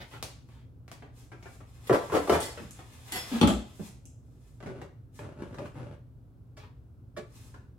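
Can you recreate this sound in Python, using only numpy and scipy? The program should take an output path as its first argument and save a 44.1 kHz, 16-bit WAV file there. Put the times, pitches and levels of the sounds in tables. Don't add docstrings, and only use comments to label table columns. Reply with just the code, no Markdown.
import sys
import numpy as np
from scipy import signal
from scipy.fft import rfft, irfft, next_fast_len
from scipy.io import wavfile
from scipy.ndimage import map_coordinates

SR = 44100
rng = np.random.default_rng(int(sys.argv[2]) if len(sys.argv) > 2 else 0)


def wav_record(signal):
    frames = np.transpose(np.atleast_2d(signal))
    bounded = np.clip(frames, -1, 1)
    quanta = np.round(bounded * 32767).astype(np.int16)
    wavfile.write(sys.argv[1], SR, quanta)


N = 343098
TIME = np.arange(N) / SR
AGE = TIME[:SR * 3 // 4]


def amp(db):
    return 10 ** (np.asarray(db) / 20)


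def unit(x):
    return x / np.sqrt(np.mean(x ** 2) + 1e-20)


def at_level(sound, db, length):
    return amp(db) * sound / np.sqrt(np.mean(sound[:, :int(length * SR) + 1] ** 2) + 1e-20)


def along(points, hz):
    freqs, values = np.transpose(points)
    return np.interp(np.log(hz + 1), np.log(freqs + 1), values)


def mix(events):
    track = np.zeros((2, N))
    for s, sound in events:
        start = round(s * SR)
        track[:, start:start + sound.shape[-1]] += sound[..., :N - start]
    return track


def wobble(rate):
    return map_coordinates(rng.standard_normal(int(N * rate / SR) + 4), [TIME * rate])


def fade(t60):
    return amp(-60 * AGE / t60)


def stroke(length, rise):
    return (1 - np.exp(-AGE / rise)) * np.exp(-(AGE / length) ** 4)


def gate(s, length, rise, release):
    attack = 1 - np.exp(-np.maximum(TIME - s, 0) / rise)
    return attack * np.exp(-np.maximum(TIME - s - length, 0) / release)


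def band(x, edge_hz, kind):
    return signal.sosfilt(signal.butter(3, edge_hz, kind, fs=SR, output="sos"), x)


def coloured(x, spectrum):
    n = x.shape[-1]
    m = 2 * next_fast_len(n // 2 + SR // 10)
    gain = amp(along(spectrum, np.fft.rfftfreq(m, 1 / SR)))
    cepstrum = irfft(np.log(gain + 1e-6))
    cepstrum[1:m // 2] *= 2
    cepstrum[m // 2 + 1:] = 0
    return irfft(rfft(x, m) * np.exp(rfft(cepstrum)), m)[..., :n]


# (frequency [Hz], coherence [ratio])
COHERENCE = [(50, 0.93), (170, 0.79), (400, 0.87), (700, 0.31), (1400, 0.035), (3000, 0.21)]
def diffuse(n):
    angle = np.arccos(np.clip(along(COHERENCE, np.fft.rfftfreq(n, 1 / SR)), -1, 1)) / 2
    mid, side = irfft(rfft(rng.standard_normal((2, n))) * [np.cos(angle), np.sin(angle)], n)
    return np.array([mid + side, mid - side])


# (frequency [Hz], t60 [s])
ROOM_T60 = [(80, .38), (300, .38), (1000, .44), (4000, .47), (8000, .39), (15000, .27)]
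def in_room(x, wet_db, early_db=-1, left_lead=-3):
    n = len(AGE)
    hz, t, spectra = signal.stft(diffuse(n), SR, nperseg=256)
    decay = amp(-60 * t / along(ROOM_T60, hz)[:, None])
    tail = signal.istft(spectra * decay, SR, nperseg=256)[1][:, :n]
    early = diffuse(n) * fade(0.17)
    response = (amp(wet_db) * unit(tail) + amp(early_db) * unit(early)) / np.sqrt(n)
    response[0, max(-left_lead, 0)] += amp(-5)
    response[1, max(left_lead, 0)] += amp(-5)
    return signal.fftconvolve(x[None], unit(response) / np.sqrt(n), axes=1)[:, :len(x)]


def ringing(modes):
    return unit(sum(
        amp(db + rng.normal(0, 2)) * fade(t60) * np.sin(2 * np.pi * hz * rng.normal(1, .004) * AGE)
        for hz, db, t60 in modes))


def through(force, colour, modes, ring_db):
    ring = signal.fftconvolve(force, ringing(modes))[:len(force)]
    return unit(coloured(force, colour)) + amp(ring_db) * unit(ring)


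def blow(colour, modes, db, thump_db, crack_db, force_t60, ring_db, snap_db, rise_s=0.003, **room):
    force = rng.standard_normal(len(AGE)) * fade(force_t60)
    force[SR // 1000] += amp(snap_db) * np.linalg.norm(force)
    onset = 1 - np.exp(-AGE / rise_s)
    wood = unit(coloured(force, colour)) + amp(ring_db) * ringing(modes)
    sound = in_room(onset * wood, **room)
    thump = at_level(band(sound, [70, 400], "band"), db + thump_db, 0.016)
    knock = at_level(band(sound, [400, 2500], "band"), db, 0.016)
    crack = at_level(band(sound, 2500, "high"), db + crack_db, 0.016)
    return thump + knock + crack


def grains(n, rate, spread_db):
    slips = (rng.random(n) < rate / SR) * rng.choice([-1, 1], n)
    return unit(slips * amp(spread_db * rng.standard_normal(n)))


def stick_slip(length, rate, jitter, sag=0):
    gaps = np.abs(rng.normal(1, jitter, size=40)) / rate
    gaps *= 1 + sag * np.minimum(np.cumsum(gaps) / length, 1) ** 2
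    slips = np.cumsum(gaps) - gaps[0]
    sizes = amp(rng.normal(0, 1.0, size=40)) * (slips < length)
    return np.bincount((slips * SR).astype(int), sizes, len(AGE))[:len(AGE)]


# (frequency [Hz], gain [dB])
FAN_COLOUR = [(20, -35), (50, 3), (125, 2.5), (200, -14), (255, -8.5), (300, -15), (550, -24), (1000, -34),
              (1400, -34.5), (1800, -45), (7000, -53), (15000, -51.5)]
# (frequency [Hz], rms level [dB])
HUM_TONES = [(118.4, -58.5), (258.4, -74)]
def computer():
    air = unit(coloured(diffuse(N), FAN_COLOUR)) * amp(-51.5)
    hum = sum(amp(db) * np.sqrt(2) * np.sin(2 * np.pi * hz * TIME + 0.12 * wobble(2.7))
              for hz, db in HUM_TONES)
    return air + hum


# (frequency [Hz], gain [dB])
RUB_COLOUR = [(300, 0.5), (800, 3.5), (1500, 1.5), (3500, -2), (5500, -12.5), (9000, -22.5)]
# (time [s], duration [s], level [dB])
WOOD_RUBS = [(0.0, 0.034, -46), (0.111, 0.07, -51.5), (0.501, 0.14, -66), (3.315, .09, -42),
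             (6.585, .08, -59)]
def wood_rubs():
    for s, length, db in WOOD_RUBS:
        force = grains(len(AGE), rate=3900, spread_db=1.5) * stroke(length, rise=0.00043)
        yield s, at_level(in_room(coloured(force, RUB_COLOUR), wet_db=-6), db, length)


# (frequency [Hz], gain [dB])
SWISH_COLOUR = [(2500, -6.5), (5500, -1), (7600, 1.5), (11500, -3.5), (16000, -14)]
# (time [s], level [dB])
BODY_MOTION = [(1.6, -78.5), (1.91, -62.5), (2.04, -61), (2.29, -58), (2.83, -69.5), (3.1, -63),
               (3.34, -52), (3.408, -55), (3.58, -73.5), (3.7, -72)]
# (time [s], duration [s], level [dB])
SLEEVE_BRUSHES = [(0.058, 0.12, -60), (0.464, 0.098, -69.5), (1.145, 0.12, -61), (1.403, 0.19, -63.5),
                  (3.762, 0.13, -52), (4.288, 0.3, -70.5), (5.139, 0.063, -57), (5.467, 0.31, -72),
                  (7.304, .2, -60)]
def clothes():
    times, motion_db = np.transpose(BODY_MOTION)
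    moving = gate(times[0], times[-1] - times[0], rise=0.049, release=0.049)
    body = amp(np.interp(TIME, times, motion_db)) * moving
    sleeve = sum(amp(db) * np.exp(-(2 * (TIME - s) / length - 1) ** 2)
                 for s, length, db in SLEEVE_BRUSHES)
    rub = unit(coloured(grains(N, rate=2800, spread_db=2), RUB_COLOUR))
    rub *= amp(5.5) * body + amp(-5) * sleeve
    swish = unit(coloured(grains(N, rate=4700, spread_db=5.5), SWISH_COLOUR))
    swish *= amp(4.5) * body + sleeve
    folds = amp(2.6 * wobble(28))
    return in_room((rub + swish) * folds, wet_db=2.5)


# (frequency [Hz], gain [dB])
DESK_COLOUR = [(120, -11), (400, -9.5), (600, -7), (1150, -10), (1700, -14), (3500, -17.5), (7400, -22),
               (15500, -38.5)]
# (time [s], level [dB], crack [dB re knock], resonance [Hz])
LIGHT_TAPS = [(0.137, -49.5, -31, 1356), (1.022, -50.5, -20, 678), (1.317, -49.5, -15.5, 1323),
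              (1.426, -56, -3.5, 2216), (1.456, -47.5, -19, 800), (1.604, -54, -17.5, 780),
              (2.098, -40, -25, 1100), (2.573, -43, -16, 1503), (2.79, -50, -12, 900),
              (6.634, -56, -22, 1100), (7.541, -52, -15, 1437)]
def desk_taps():
    for s, db, crack_db, hz in LIGHT_TAPS:
        spot = [(hz, 0, 0.015)]
        yield s, blow(DESK_COLOUR, spot, db, thump_db=-3, crack_db=crack_db, force_t60=0.033,
                      ring_db=-7, snap_db=4, rise_s=0.004, wet_db=-0.5)


# (frequency [Hz], relative level [dB], t60 [s])
DESK_RESONANCES = [(365, -1, .11), (432, 0, .15), (598, 1, .13), (1140, 5, .06), (1695, 5, .045),
                   (2295, -1, .06), (2945, -7, .03), (4737, -14, .1)]
# (frequency [Hz], gain [dB])
CLICK_COLOUR = [(150, 10.5), (400, 3), (700, 2), (1600, -3), (3200, -2), (4500, 1.5), (7000, -2),
                (11000, -5.5), (15500, -13)]
# (time [s], level [dB])
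HARD_CLICKS = [(0.226, -40), (0.488, -63), (0.879, -55), (0.915, -48)]
def monitor_clicks():
    firmest_db = max(db for s, db in HARD_CLICKS)
    for s, db in HARD_CLICKS:
        crack_db = 1.5 + 0.65 * (db - firmest_db)
        yield s, blow(CLICK_COLOUR, DESK_RESONANCES, db, thump_db=-6.5, crack_db=crack_db,
                      force_t60=0.012, ring_db=-25, snap_db=16, wet_db=-3.5, early_db=-4)


CHAIR_LEAD = 9
# (frequency [Hz], gain [dB])
RASP_COLOUR = [(250, -0.5), (600, 0), (1400, -6.5), (2020, -4.5), (2700, -4.5), (3500, -3.5), (5500, -10),
               (7300, -16), (11000, -6), (16000, -20)]
# (frequency [Hz], relative level [dB], t60 [s])
JOINT_RESONANCES = [(2019, 3, .12), (3408, -2, .08), (4484, -2, .06), (5076, -8, .3), (7257, -4, .07)]
# (time [s], duration [s], level [dB])
JOINT_RASPS = [(1.868, 0.011, -47), (2.39, 0.081, -40.5), (3.115, 0.07, -35)]
def joint_rasps():
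    for s, length, db in JOINT_RASPS:
        force = grains(len(AGE), rate=900, spread_db=5) * stroke(length, rise=0.0058)
        rasp = through(force, RASP_COLOUR, JOINT_RESONANCES, ring_db=-4)
        yield s, at_level(in_room(rasp, wet_db=-2, left_lead=CHAIR_LEAD), db, length)


# (frequency [Hz], gain [dB])
CHAIR_COLOUR = [(30, -33.5), (60, -18), (230, -15), (390, -3.5), (680, -4.5), (800, -8), (1150, -12.5),
                (2060, -22), (5000, -32.5), (11000, -37), (15500, -47)]
# (frequency [Hz], relative level [dB], t60 [s])
CHAIR_RESONANCES = [(290, -3, .12), (388, -2, .1), (426, -1, .1), (525, 0, .1), (600, -3, .08),
                    (674, -1, .11), (1020, -7, .08), (1160, -5, .09), (1336, -7, .09)]
# (time [s], level [dB], thump [dB re knock])
SEAT_IMPACTS = [(1.895, -22, -1), (1.906, -27, 4), (1.927, -23, -12), (2.120, -30, -5), (2.139, -28.5, 0),
                (2.166, -27, -1), (2.295, -19, -5), (2.324, -29, -6)]
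def seat_knocks():
    hardening_db_per_s = 19.5
    for s, db, thump_db in SEAT_IMPACTS:
        crack_db = -23 + hardening_db_per_s * (s - SEAT_IMPACTS[0][0])
        yield s, blow(CHAIR_COLOUR, CHAIR_RESONANCES, db, thump_db, crack_db, force_t60=0.013,
                      ring_db=-3, snap_db=-10, wet_db=-8.5)


# (time [s], duration [s], gain [dB], frequency [Hz])
FLOOR_THROBS = [(1.903, .028, -13, 138), (2.125, .05, -28, 96), (2.3, .12, -28, 80), (3.418, .1, -22.5, 66),
                (3.49, .12, -24, 60)]
def floor_booms():
    for s, length, db, hz in FLOOR_THROBS:
        envelope = stroke(length, rise=0.031) * fade(1.0)
        yield s, amp(db) * envelope * np.sin(2 * np.pi * hz * AGE)


# (time [s], duration [s], level [dB])
LEG_SCUFFS = [(1.92, .03, -28), (2.118, .056, -27.5), (2.268, .022, -34), (2.303, .051, -26.5)]
def leg_scuffs():
    for s, length, db in LEG_SCUFFS:
        force = grains(len(AGE), rate=1800, spread_db=4) * stroke(length, rise=0.036)
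        scuff = through(force, CHAIR_COLOUR, CHAIR_RESONANCES, ring_db=-11)
        yield s, at_level(in_room(scuff, wet_db=-2), db, length)


# (frequency [Hz], gain [dB])
TICK_COLOUR = [(800, -11.5), (3000, -3.5), (5500, 1), (7800, 7), (11500, 0.5), (16000, -11.5)]
# (time [s], level [dB])
JOINT_TICKS = [(2.405, -36), (2.413, -44), (2.429, -40), (2.462, -45), (2.709, -47.5), (3.122, -34),
               (3.474, -33.5), (4.055, -53)]
def joint_ticks():
    for s, db in JOINT_TICKS:
        snap = coloured(rng.standard_normal(len(AGE)) * fade(0.0043), TICK_COLOUR)
        yield s, at_level(in_room(snap, wet_db=0, early_db=-19, left_lead=CHAIR_LEAD), db, 0.005)


# (frequency [Hz], gain [dB])
FRAME_COLOUR = [(60, -14), (150, -6), (200, 1), (250, 0), (340, -11), (520, -18), (1200, -34), (5000, -55)]
# (time [s], duration [s], initial slip rate [1/s], level [dB])
LEG_JUDDERS = [(2.6, 0.035, 215, -45.5), (3.316, 0.05, 270, -28), (3.416, 0.03, 252, -18),
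               (3.478, 0.024, 252, -21.5), (3.796, 0.016, 215, -35)]
def leg_judders():
    for s, length, rate, db in LEG_JUDDERS:
        force = stick_slip(length, rate, jitter=0.1, sag=0.35)
        yield s, at_level(in_room(coloured(force, FRAME_COLOUR), wet_db=-2.5), db, length)


# (frequency [Hz], gain [dB])
FLOOR_COLOUR = [(28, -30), (55, -6), (150, -12), (230, -2), (430, -15), (600, -12), (1260, -21),
                (2000, -28), (3300, -21), (4400, -28), (5600, -37), (9000, -41), (15500, -56)]
# (frequency [Hz], relative level [dB], t60 [s])
FLOOR_RESONANCES = [(121, -9, .2), (197, 2, .2), (253, 2, .2), (580, -7, .14), (841, -11, .1),
                    (1180, -5, .08), (1310, -6, .07)]
# (time [s], level [dB], thump [dB re knock], crack [dB re knock])
LEG_LANDINGS = [(3.412, -23, 4, -5), (3.429, -23, 6, -16), (3.474, -28, 2, -7), (3.501, -28.5, -2, -15)]
def leg_drops():
    for s, db, thump_db, crack_db in LEG_LANDINGS:
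        yield s, blow(FLOOR_COLOUR, FLOOR_RESONANCES, db, thump_db, crack_db, force_t60=0.014,
                      ring_db=-10, snap_db=-5, wet_db=-5, left_lead=CHAIR_LEAD)


# (frequency [Hz], relative level [dB], t60 [s])
BOX_RESONANCES = [(385, -5, .08), (575, 0, .1), (1460, -21, .05)]
# (time [s], level [dB])
RUNNER_CATCHES = [(4.603, -52), (4.626, -49), (4.661, -48), (4.815, -45.5), (5.190, -45.5), (5.543, -48.5),
                  (5.584, -44), (5.656, -47.5)]
def drawer_catches():
    for s, db in RUNNER_CATCHES:
        yield s, blow(DESK_COLOUR, BOX_RESONANCES, db, thump_db=-2, crack_db=-14, force_t60=0.025,
                      ring_db=-15, snap_db=6, wet_db=-4.5)


# (frequency [Hz], gain [dB])
BOX_COLOUR = [(35, -20), (80, -1.5), (140, 1.5), (220, -6), (580, -10.5), (760, -16), (1450, -20.5),
              (2500, -29), (5300, -40), (11000, -45.5), (15000, -70.5)]
# (time [s], duration [s], level [dB])
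DRAWER_PULLS = [(4.632, .14, -48), (4.763, .078, -49), (5.2, .07, -45.5), (5.28, .07, -49.5),
                (5.365, .16, -44.5), (5.57, .06, -41.5), (5.74, .1, -46), (5.86, .08, -50)]
def drawer_slide():
    friction = sum(amp(db) * gate(s, length, rise=0.0018, release=0.021)
                   for s, length, db in DRAWER_PULLS)
    roughness = grains(N, rate=170, spread_db=4) + amp(-9) * rng.standard_normal(N)
    force = roughness * friction * amp(2.8 * wobble(17))
    box = unit(through(force, BOX_COLOUR, BOX_RESONANCES, ring_db=-17))
    return in_room(box * np.sqrt(np.mean(friction ** 2)), wet_db=-7.5, early_db=-3)


# (time [s], duration [s], slip rate [1/s], level [dB], ring [dB re broad colour])
DRAWER_GROANS = [(4.66, 0.052, 127, -40.5, -3), (5.215, 0.028, 107, -45, -29),
                 (5.592, 0.043, 144, -41.5, 10), (5.756, 0.069, 132, -42.5, -29)]
def drawer_groans():
    for s, length, rate, db, ring_db in DRAWER_GROANS:
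        groan = through(stick_slip(length, rate, jitter=0.12), BOX_COLOUR, BOX_RESONANCES, ring_db)
        yield s, at_level(in_room(groan, wet_db=-4.5), db, length)


# (time [s], level [dB], thump [dB re knock], crack [dB re knock])
DRAWER_CLACKS = [(6.566, -53, -11, -5), (7.164, -38.5, -5, -14.5)]
def drawer_clacks():
    for s, db, thump_db, crack_db in DRAWER_CLACKS:
        yield s, blow(DESK_COLOUR, DESK_RESONANCES, db, thump_db, crack_db, force_t60=0.067,
                      ring_db=0, snap_db=-17, rise_s=0.012, wet_db=-8)


def scene():
    chair = mix([*seat_knocks(), *leg_drops(), *leg_scuffs(), *leg_judders(), *floor_booms()])
    touches = mix([*desk_taps(), *drawer_clacks(), *monitor_clicks(), *wood_rubs()])
    drawer = drawer_slide() + mix([*drawer_groans(), *drawer_catches()])
    creaks = mix([*joint_ticks(), *joint_rasps()])
    furniture = (chair + touches + drawer) * amp([[.5], [-.5]])
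    return furniture + creaks + clothes() + computer()


def record(dry):
    bottom_hz, top_hz = 42, 16000
    thinned = band(dry, bottom_hz, "high")
    m = next_fast_len(N + SR // 2)
    passband = np.fft.rfftfreq(m, 1 / SR) < top_hz
    return irfft(rfft(thinned, m) * passband, m)[:, :N]


dry = scene()
out = record(dry)
wav_record(out)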